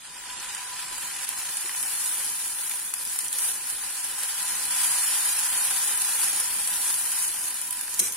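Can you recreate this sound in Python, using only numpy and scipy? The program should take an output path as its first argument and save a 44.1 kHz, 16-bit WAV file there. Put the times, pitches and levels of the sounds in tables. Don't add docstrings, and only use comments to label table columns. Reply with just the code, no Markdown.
import sys
import numpy as np
from scipy import signal
from scipy.fft import rfft, irfft
from scipy.io import wavfile
from scipy.ndimage import uniform_filter1d

SR = 44100
rng = np.random.default_rng(int(sys.argv[2]) if len(sys.argv) > 2 else 0)


def how_loud(loudness_db):
    steps = np.asarray(loudness_db, float) / 20
    return 10 ** steps


def unload_wav(signal):
    wavfile.write(
        sys.argv[1],
        SR,
        np.round(np.clip(np.atleast_2d(signal).T, -1, 1) * 32767).astype(np.int16),
    )


N = 359856
TIME = np.arange(N) / SR
HZ = np.maximum(np.fft.rfftfreq(N, 1 / SR), 1)
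LEFT_RIGHT = np.array([[1], [-1]])

# pitch in Hz, level in dB per Hz.
FRY_TONE = [(140, -59), (230, -41), (462, -18.5), (521, -9), (650, -6.5), (777, -2), (986, 1.5), (1160, -1),
            (1630, 3.5), (6220, -2), (8000, -0.5), (10400, -9.5), (17600, -120)]
# pitch in Hz, level in dB per Hz.
SPIT_TONE = [(3240, -22), (5500, -12), (5810, -7.5), (6250, -11.5), (6950, -5.5), (7540, -14), (8390, -2),
             (9830, 3), (10600, 2.5), (12500, -11), (16200, -53), (22000, -120)]
# pitch in Hz, level in dB per Hz.
TOP_TONE = [(10500, -43), (12000, 2.5), (13500, 4.5), (15000, 1.5), (15850, 9), (16000, -30), (17000, -90)]
# pitch in Hz, level in dB per Hz.
AIR_TONE = [(18, -26), (30, 6.5), (69, -3.5), (204, -0.5), (313, -2), (422, -2.5), (461, 4.5), (523, -9.5),
            (600, 7.5), (780, -34), (1320, -120)]
# pitch in Hz, width in Hz, boost in dB.
IRON_MODES = [(330, 50, 3.5), (467, 23.7, -18.5), (518, 52, 7.5), (629.5, 67, -21.5), (860, 360, 4.5),
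              (902, 44, -5.5), (998, 20, 4), (1122, 57, -6), (1246, 62, -1.5), (2140, 135, -5.5),
              (2457, 23, 3.5), (3026, 26, 6.5), (3820, 67, -4.5), (5910, 260, -4)]
# pitch in Hz, side over middle in dB.
SIDE_LEVEL = [(60, 0), (110, -3), (200, -6.5), (380, -4), (700, -8), (1290, -4.5), (2380, -6), (4400, -1.5),
              (8120, 2), (15000, -0.5)]
# pitch in Hz, left over right in dB.
LEAN = [(60, -2), (110, 1), (200, -1), (380, 2), (700, -0.5), (1290, 0), (2380, 0), (4400, 0.5),
        (8120, -2.5), (15000, 7)]
# time in seconds, level in dB.
VIGOUR = [(0.0, -53), (0.49, -43), (0.64, -43.5), (2.13, -31), (2.44, -34), (2.7, -32.5), (2.88, -36),
          (3.32, -34), (3.44, -27.5), (3.61, -38), (3.7, -32.5), (3.77, -36.5), (4.72, -31.5), (4.81, -28),
          (6.36, -29.5), (6.61, -31), (6.87, -28), (7.96, -38)]
# time in seconds, extra fry in dB.
WETNESS_CURVE = [(0, 3), (.3, 7), (1.2, 4.5), (2.0, 0), (3.1, -2.5), (4.3, 2), (5.0, 3), (6.2, 1.5),
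                 (7.3, -1), (8.16, -2.5)]
# time in seconds, change in dB, half length in seconds.
STEAM_PUFFS = [(0.31, 2.5, 0.012), (0.494, 2, 0.014), (0.8, 2, 0.053), (1.03, 1, 0.034), (1.243, 2, 0.013),
               (1.262, -7, 0.01), (1.91, 2.5, 0.021), (2.532, -2, 0.03), (2.616, 1, 0.046),
               (2.7, -8, 0.013), (2.71, 7, 0.0097), (2.93, -4, 0.017), (3.041, -5, .008),
               (3.156, 3.5, 0.014), (3.18, -2.5, .008), (3.286, -6, .006), (3.325, -1, .007),
               (3.294, -2.5, 0.028), (3.71, 0, 0.048), (3.832, 2.5, .025), (4.2, 0, 0.025),
               (4.232, 2, 0.022), (4.845, 1, 0.036), (5.96, -1.5, 0.032), (6.13, 0.5, 0.047),
               (6.225, 2.5, 0.083), (7.224, 2.5, 0.047), (7.535, -3, .008), (7.7, -5, 0.0056),
               (8.116, -5, 0.0053), (7.853, -0.5, 0.054), (7.937, 3, 0.072)]
# pitch in Hz, width in Hz, level in dB.
FLAME_WHISTLES = [
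    (485, 29, -98),
    (993, 24, -50),
    (7530, 24, -50),
    (8600, 110, -50),
]
# time in seconds, level in dB.
DAMPING = [(0, -5.5), (.4, 0), (1.1, 0.5), (1.6, -14), (2.2, -15), (5, -4), (6.5, -4), (7.1, -6), (7.4, -9),
           (8.16, -8)]
# time in seconds, level in dB.
DRAUGHT = [(0, -1), (.8, 1.5), (1.5, 1.5), (2.1, -0.5), (3.4, 1.5), (4.4, 1), (5.2, 0.5), (6.3, 3),
           (7.2, 2.5), (8.16, 3)]
# start in seconds, peak in
# dB, centre pitch in Hz.
SNAPS = [(0.2975, -30, 3600), (0.303, -29, 4300), (1.1119, -27, 2570), (1.281, -27, 3000),
         (1.2905, -24, 12500), (1.311, -27, 9000), (1.386, -19, 9500), (1.403, -21, 9500),
         (1.523, -19, 9500), (1.61, -19, 9500), (1.637, -32, 1700), (1.661, -24, 13000), (3.138, -19, 9500),
         (3.162, -19, 9000), (3.19, -20, 13000), (3.283, -17.5, 9000), (3.329, -21, 13000),
         (7.543, -20, 9500), (8.1225, -20, 10500), (8.128, -20, 10500), (1.6604, -26, 3000),
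         (1.66, -24, 7000), (1.694, -25, 1500), (1.748, -25, 1900), (2.205, -30, 1700), (2.215, -30, 1700),
         (2.7127, -23, 3030), (2.9362, -30, 1470), (3.1896, -28, 3500), (3.229, -33, 1500),
         (3.264, -32, 1900), (3.284, -29, 5000), (3.3283, -27, 4000), (3.391, -21, 4870),
         (7.545, -40, 2500), (7.88, -29, 1500), (7.941, -18, 9000), (7.946, -19, 8500), (7.993, -25, 3000),
         (7.995, -20, 5500), (7.998, -26, 4000), (8.001, -20, 6500), (8.0015, -28, 1200)]
# start in seconds, level in dB, pitch in Hz, time to die by 60 dB in seconds.
SOFT_BLOWS = [
    (0.299, -29, 3050, 0.041),
    (1.642, -43.5, 330, 0.072),
    (7.994, -37, 330, 0.24),
    (8, -42, 188, 0.21),
]
# start in seconds, peak in dB, centre pitch in Hz, left over right in dB.
BIG_POPS = [(0.401, -20.5, 6500, -0.5), (0.549, -18.5, 8300, -3), (0.9821, -24, 9730, -6),
            (1.272, -27, 9890, -1.0), (1.2904, -12, 10100, -2), (1.377, -21, 9980, 0),
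            (1.5698, -14.5, 8950, -1.0), (1.648, -30, 11400, 0.0), (1.828, -14, 9720, -2),
            (1.8655, -27, 10200, 1.0), (2.06, -15, 8970, -8), (2.309, -28, 10000, 0.0),
            (2.4572, -24, 10300, 0.5), (2.6957, -14, 10700, 0.0), (2.8498, -21, 10200, -2),
            (2.9387, -11.5, 10000, 4), (3.0517, -17.5, 10200, 6), (3.097, -24, 9350, 0.5),
            (3.1185, -25, 10400, 1), (3.189, -10, 9600, 3), (3.2459, -18, 8970, -2),
            (3.2825, -17, 8750, -4), (3.3286, -12.5, 8900, -2.0), (3.3859, -11.5, 9700, -3),
            (3.6714, -20.5, 10500, 8), (3.7004, -17, 8600, -6), (4.0466, -20, 8840, -6),
            (4.114, -19, 8750, 0.0), (4.2042, -25, 10300, 4), (4.2342, -18, 10500, 8),
            (4.284, -18, 10500, 1.5), (4.4277, -17, 9900, 2), (4.8085, -20, 9340, 0.5),
            (4.8328, -16, 9790, -9), (4.9166, -15, 10300, 1), (5.65, -12, 9740, 1), (5.9757, -12, 10000, 2),
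            (6.018, -12, 10200, 0.0), (6.0485, -14, 10800, 0.5), (6.284, -15, 9980, 2),
            (6.6746, -16, 9810, 4), (6.8103, -25, 9910, 1.0), (7.118, -15, 10200, 0.5),
            (7.188, -15, 10600, 1.5), (7.5426, -19, 9600, 1.0), (7.615, -16, 9800, 5),
            (7.708, -14, 10500, -5), (7.727, -16, 10200, 4), (7.7715, -21, 9850, -1.5),
            (7.811, -15, 10600, -2)]
# start in seconds, peak in dB, time for the crack to die by 60 dB in seconds.
RIM_TOUCHES = [(7.986, -15, .006), (7.9927, 0, 0.016), (7.995, -5, 0.0092), (7.996, -1, 0.018),
               (7.998, -2, .015), (8.001, -18, 0.017), (8.0015, -4, .02), (8.014, -18, .015),
               (8.032, -18, 0.022), (8.056, -18, .02), (8.062, -11, .02), (8.09, -21.5, 0.018),
               (8.123, -17, 0.024), (8.1245, -23.5, .02), (8.128, -21, .015), (8.15, -24, .01)]
# pitch in Hz, level in dB, time to die by 60 dB in seconds.
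BOWL_MODES = [(2420, -2, 0.011), (3220, -2, 0.011), (4070, -5, 0.017), (5030, -13, 0.035),
              (5230, -10, 0.061), (5520, -13, 0.045), (6150, -9, 0.08), (6500, -7, .06), (6700, -2, 0.045),
              (6860, 3, 0.016), (8200, -8, 0.049), (8860, 1, 0.04), (8970, -5, 0.03), (10500, -2, 0.011)]
# pitch in Hz, half width in Hz, share of the time.
MUTED_BANDS = [(450, 40, .25), (630, 50, .45), (2170, 70, .25), (2720, 80, .3), (3400, 90, .45),
               (3800, 230, .52), (4420, 170, .45), (4660, 90, .42), (5330, 240, .5), (6000, 170, .7),
               (6250, 200, .52), (7240, 120, .55), (7660, 150, .5), (11900, 100, .25), (12580, 250, .46),
               (13300, 300, .52), (13950, 300, .46), (14900, 700, .38), (15900, 250, .6)]
# pitch in Hz, share of the time.
QUIET_TOP_SHARE = [(10500, 0), (11300, .25), (12300, .55), (14200, .7), (15000, .65), (15500, .97)]


def rms_one(x):
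    return x / np.sqrt(np.mean(x ** 2) + 1e-20)


def in_time(rows):
    s, value = np.transpose(rows)
    return np.interp(TIME, s, value)


def at_hz(points):
    hz, value = np.transpose(points)
    return np.interp(np.log(HZ), np.log(hz), value)


def drift(rate):
    r = np.exp(-40 * np.pi * rate / SR)
    slow = signal.lfilter([1], [1, -2 * r, r * r], rng.standard_normal(N // 20 + 4002))[4000:]
    return np.interp(np.arange(N) / 20, np.arange(len(slow)), rms_one(slow))


def ring(clicks, hz, t60):
    r, w = how_loud(-60 / (t60 * SR)), 2 * np.pi * hz / SR
    return signal.lfilter([0, np.sin(w)], [1, -2 * r * np.cos(w), r * r], clicks + 1e-18)


def band(x, order, low_hz, high_hz):
    return signal.sosfilt(signal.butter(order, [low_hz, high_hz], "band", fs=SR, output="sos"), x)


def colour(pair, spectrum):
    mid, side = rfft(pair) * how_loud(at_hz(spectrum))
    side = side * how_loud(at_hz(SIDE_LEVEL))
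    lean = how_loud(at_hz(LEAN) / 2)
    return rms_one(irfft([(mid + side) * lean, (mid - side) / lean], N))


def crack(t60, low_hz, high_hz, tail_db):
    t = np.arange(2600) / SR
    front, tail = how_loud(-60 * t / 0.0046), how_loud(tail_db - 60 * t / t60)
    burst = band(rng.standard_normal((2, 2600)) * (front + tail), 2, low_hz, min(high_hz, 16000))
    return burst / np.abs(burst).max(axis=1, keepdims=True)


def iron(x):
    rows = []
    for hz, width_hz, db in IRON_MODES:
        w, g = 2 * np.pi * hz / SR, how_loud(db / 2)
        a = np.pi * width_hz / SR
        top = [1 + a * g, -2 * np.cos(w), 1 - a * g]
        bottom = [1 + a / g, -2 * np.cos(w), 1 - a / g]
        rows.append(np.array(top + bottom) / (1 + a / g))
    return signal.sosfilt(rows, x)


def nearby(x, t60, wet_db):
    r = how_loud(-120 / (t60 * SR))
    power = signal.lfilter([0, 1 - r], [1, -r], x ** 2)
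    return x + how_loud(wet_db) * np.sqrt(power) * rng.standard_normal(x.shape)


def bursts(per_s, spread_db, clump):
    born = rng.random(N) < per_s * how_loud(clump) / SR
    uneven_db = spread_db * np.minimum(rng.exponential(1, N), 5)
    sizes = how_loud(uneven_db + clump / 2) * born
    return sizes * rng.standard_normal((2, N))


MEAN_BOIL_DB = -33


def boil():
    t = np.arange(0, N + 40, 40) / SR
    puffs = sum(db * np.exp(-((t - s) / half_s) ** 2) for s, db, half_s in STEAM_PUFFS)
    return in_time(VIGOUR) - MEAN_BOIL_DB, np.interp(TIME, t, puffs)


def sizzle():
    vigour, puffs = boil()
    wetness = in_time(WETNESS_CURVE)
    fry_db = -37.5 + 0.57 * vigour + wetness + 0.76 * puffs
    spit_db = MEAN_BOIL_DB + 3 + vigour + puffs
    top_db = -42.5 + vigour + 1.2 * puffs - 0.27 * wetness

    surge = 0.18 * drift(19) + 0.56 * drift(40) + 0.91 * drift(120)
    finest_surge = 0.26 * surge + 0.48 * drift(24)
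    coarse_surge = 0.18 * surge + 0.8 * drift(25)
    fine = nearby(bursts(6000, spread_db=2.5, clump=surge), t60=0.085, wet_db=6)
    finest = nearby(bursts(4100, spread_db=2, clump=finest_surge), t60=0.033, wet_db=-16)
    coarse = nearby(bursts(5000, spread_db=0.5, clump=coarse_surge), t60=0.043, wet_db=1.5)

    fry = how_loud(fry_db) * colour(rms_one(coarse) + 0.68 * rms_one(fine), FRY_TONE)
    spit = how_loud(spit_db) * colour(fine, SPIT_TONE)
    top = how_loud(top_db) * colour(rms_one(finest) + 0.53 * rms_one(fine), TOP_TONE)
    no_rumble = signal.butter(3, 130, "high", fs=SR, output="sos")
    return iron(signal.sosfilt(no_rumble, fry + spit + top))


def flame():
    out = 0
    for hz, width_hz, db in FLAME_WHISTLES:
        t60 = 2 / width_hz
        mid, side = ring(ring(rng.standard_normal((2, N)), hz, t60), hz, t60)
        level_db = db + 3 * drift(12)
        if hz > 5000:
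            level_db = level_db - 5 * np.minimum(TIME, 1.5)
        out = out + how_loud(level_db) * rms_one(mid + 0.68 * side * LEFT_RIGHT)
    return out


def kitchen_air():
    level_db = -60.5 + in_time(DRAUGHT) + 2.35 * drift(6.7)
    return how_loud(level_db) * colour(rng.standard_normal((2, N)), AIR_TONE)


def ticks():
    out = np.zeros((2, N + 2600))
    for s, db, hz in SNAPS:
        mid, side = crack(0.02, hz / 1.5, hz * 1.5, tail_db=-6)
        out[:, round(s * SR):][:, :2600] += how_loud(db) * (mid + 0.43 * side * LEFT_RIGHT)
    return out[:, :N]


def knocks():
    t, out = np.arange(6000) / SR, np.zeros(N + 6000)
    for s, db, hz, t60 in SOFT_BLOWS:
        soft_start = 1 - np.exp(-t / 0.0012)
        puff = rng.standard_normal(6000) * how_loud(-60 * t / t60) * soft_start
        puff = band(puff, 2, hz / 1.12, hz * 1.32)
        out[round(s * SR):][:6000] += how_loud(db) * puff / np.abs(puff).max()
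    return out[:N]


def small_pops(count=70):
    vigour = boil()[0]
    rows = []
    for s in rng.uniform(0.3, 7.95, count):
        size, pitch, place = rng.standard_normal(3)
        db = -22 + vigour[round(s * SR)] / 2 - 4.5 * np.abs(size)
        rows.append((s, db, 9900 + 700 * pitch, 2 * place))
    return rows


def pops():
    out = np.zeros((2, N + 2600))
    for s, db, hz, pan_db in list(BIG_POPS) + small_pops():
        bright = crack(0.056, hz / 1.17, hz * 1.134, tail_db=-14.5)
        dull = crack(0.056, 1200, 10500, tail_db=22)
        gain = how_loud(db + 1.5 + pan_db / 2 * LEFT_RIGHT)
        out[:, round(s * SR):][:, :2600] += gain * (bright + how_loud(-14.5) * dull)
    return out[:, :N]


def clink():
    t = TIME - RIM_TOUCHES[1][0]
    scrape = rng.standard_normal((2, N)) * (rng.random(N) < 0.1) * (t > 0)
    touches = np.zeros((2, N + 2600))
    touches[:, :N] = how_loud(-15) * scrape * np.exp(-((t - 0.045) / 0.071) ** 2)
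    for s, db, t60 in RIM_TOUCHES:
        touches[:, round(s * SR):][:, :2600] += how_loud(db) * crack(t60, 3700, 16600, tail_db=-21)
    touches = touches[:, :N]
    direct = band(touches, 3, 5500, 11800)
    body = sum(how_loud(db - 31) * ring(touches, hz, t60) for hz, db, t60 in BOWL_MODES)
    return how_loud(3) * direct + body


def scene():
    damping_db = in_time(DAMPING)
    air = kitchen_air()
    burner = how_loud(damping_db) * flame() + iron(air)
    open_air = how_loud(damping_db - 16) * air
    return sizzle() + burner + open_air + ticks() + knocks() + pops() + clink()


def mute_bands(x):
    hz, s, cells = signal.stft([x[0] + x[1], x[0] - x[1]], SR, nperseg=1024, noverlap=768)
    share = 0.36 * (hz > 3100) * ((hz < 8000) | (hz > 11500))
    bands = [p * np.exp(-((hz - centre) / width) ** 2) for centre, width, p in MUTED_BANDS]
    share = np.maximum(share, np.max(bands, axis=0))[:, None]
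    quiet = np.interp(hz, *np.transpose(QUIET_TOP_SHARE))[:, None] * (s < 1.28) * (1 - s / 4)

    level = np.sqrt(np.mean(np.abs(cells[0]) ** 2, axis=0) + 1e-20)
    shut = level < how_loud(3.5) * uniform_filter1d(level, size=41)
    share, quiet = share * shut, quiet * shut

    gain = ((1 - share) * (1 - quiet)) ** -0.3
    for part, bins, alike in ((share, 3, 0.66), (quiet, 7, 0.9)):
        chance = rng.standard_normal((3, len(hz) // bins + 1, len(s) // 4 + 1))
        chance = alike * chance[2] + (1 - alike) * chance[:2]
        chance = rms_one(uniform_filter1d(chance, size=2, axis=2))
        chance = chance.repeat(bins, axis=1).repeat(4, axis=2)[:, :len(hz), :len(s)]
        muted = 1 / (1 + np.exp(-1.7 * chance)) < part
        gain = gain * np.where(muted, 0.02, how_loud(2 * chance * np.sqrt(part)))
    mid, side = signal.istft(cells * gain, SR, nperseg=1024, noverlap=768)[1][:, :N]
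    return np.array([mid + side, mid - side]) / 2


def band_limit(x):
    return signal.sosfilt(signal.butter(12, 16800, fs=SR, output="sos"), x)


def record(dry):
    rounded = 0.45 * np.tanh(dry / 0.45)
    top_cut = signal.cheby2(12, 50, 16250, fs=SR, output="sos")
    mix = signal.sosfilt(top_cut, mute_bands(rounded))
    return band_limit(mix)


dry = scene()
out = record(dry)
unload_wav(out)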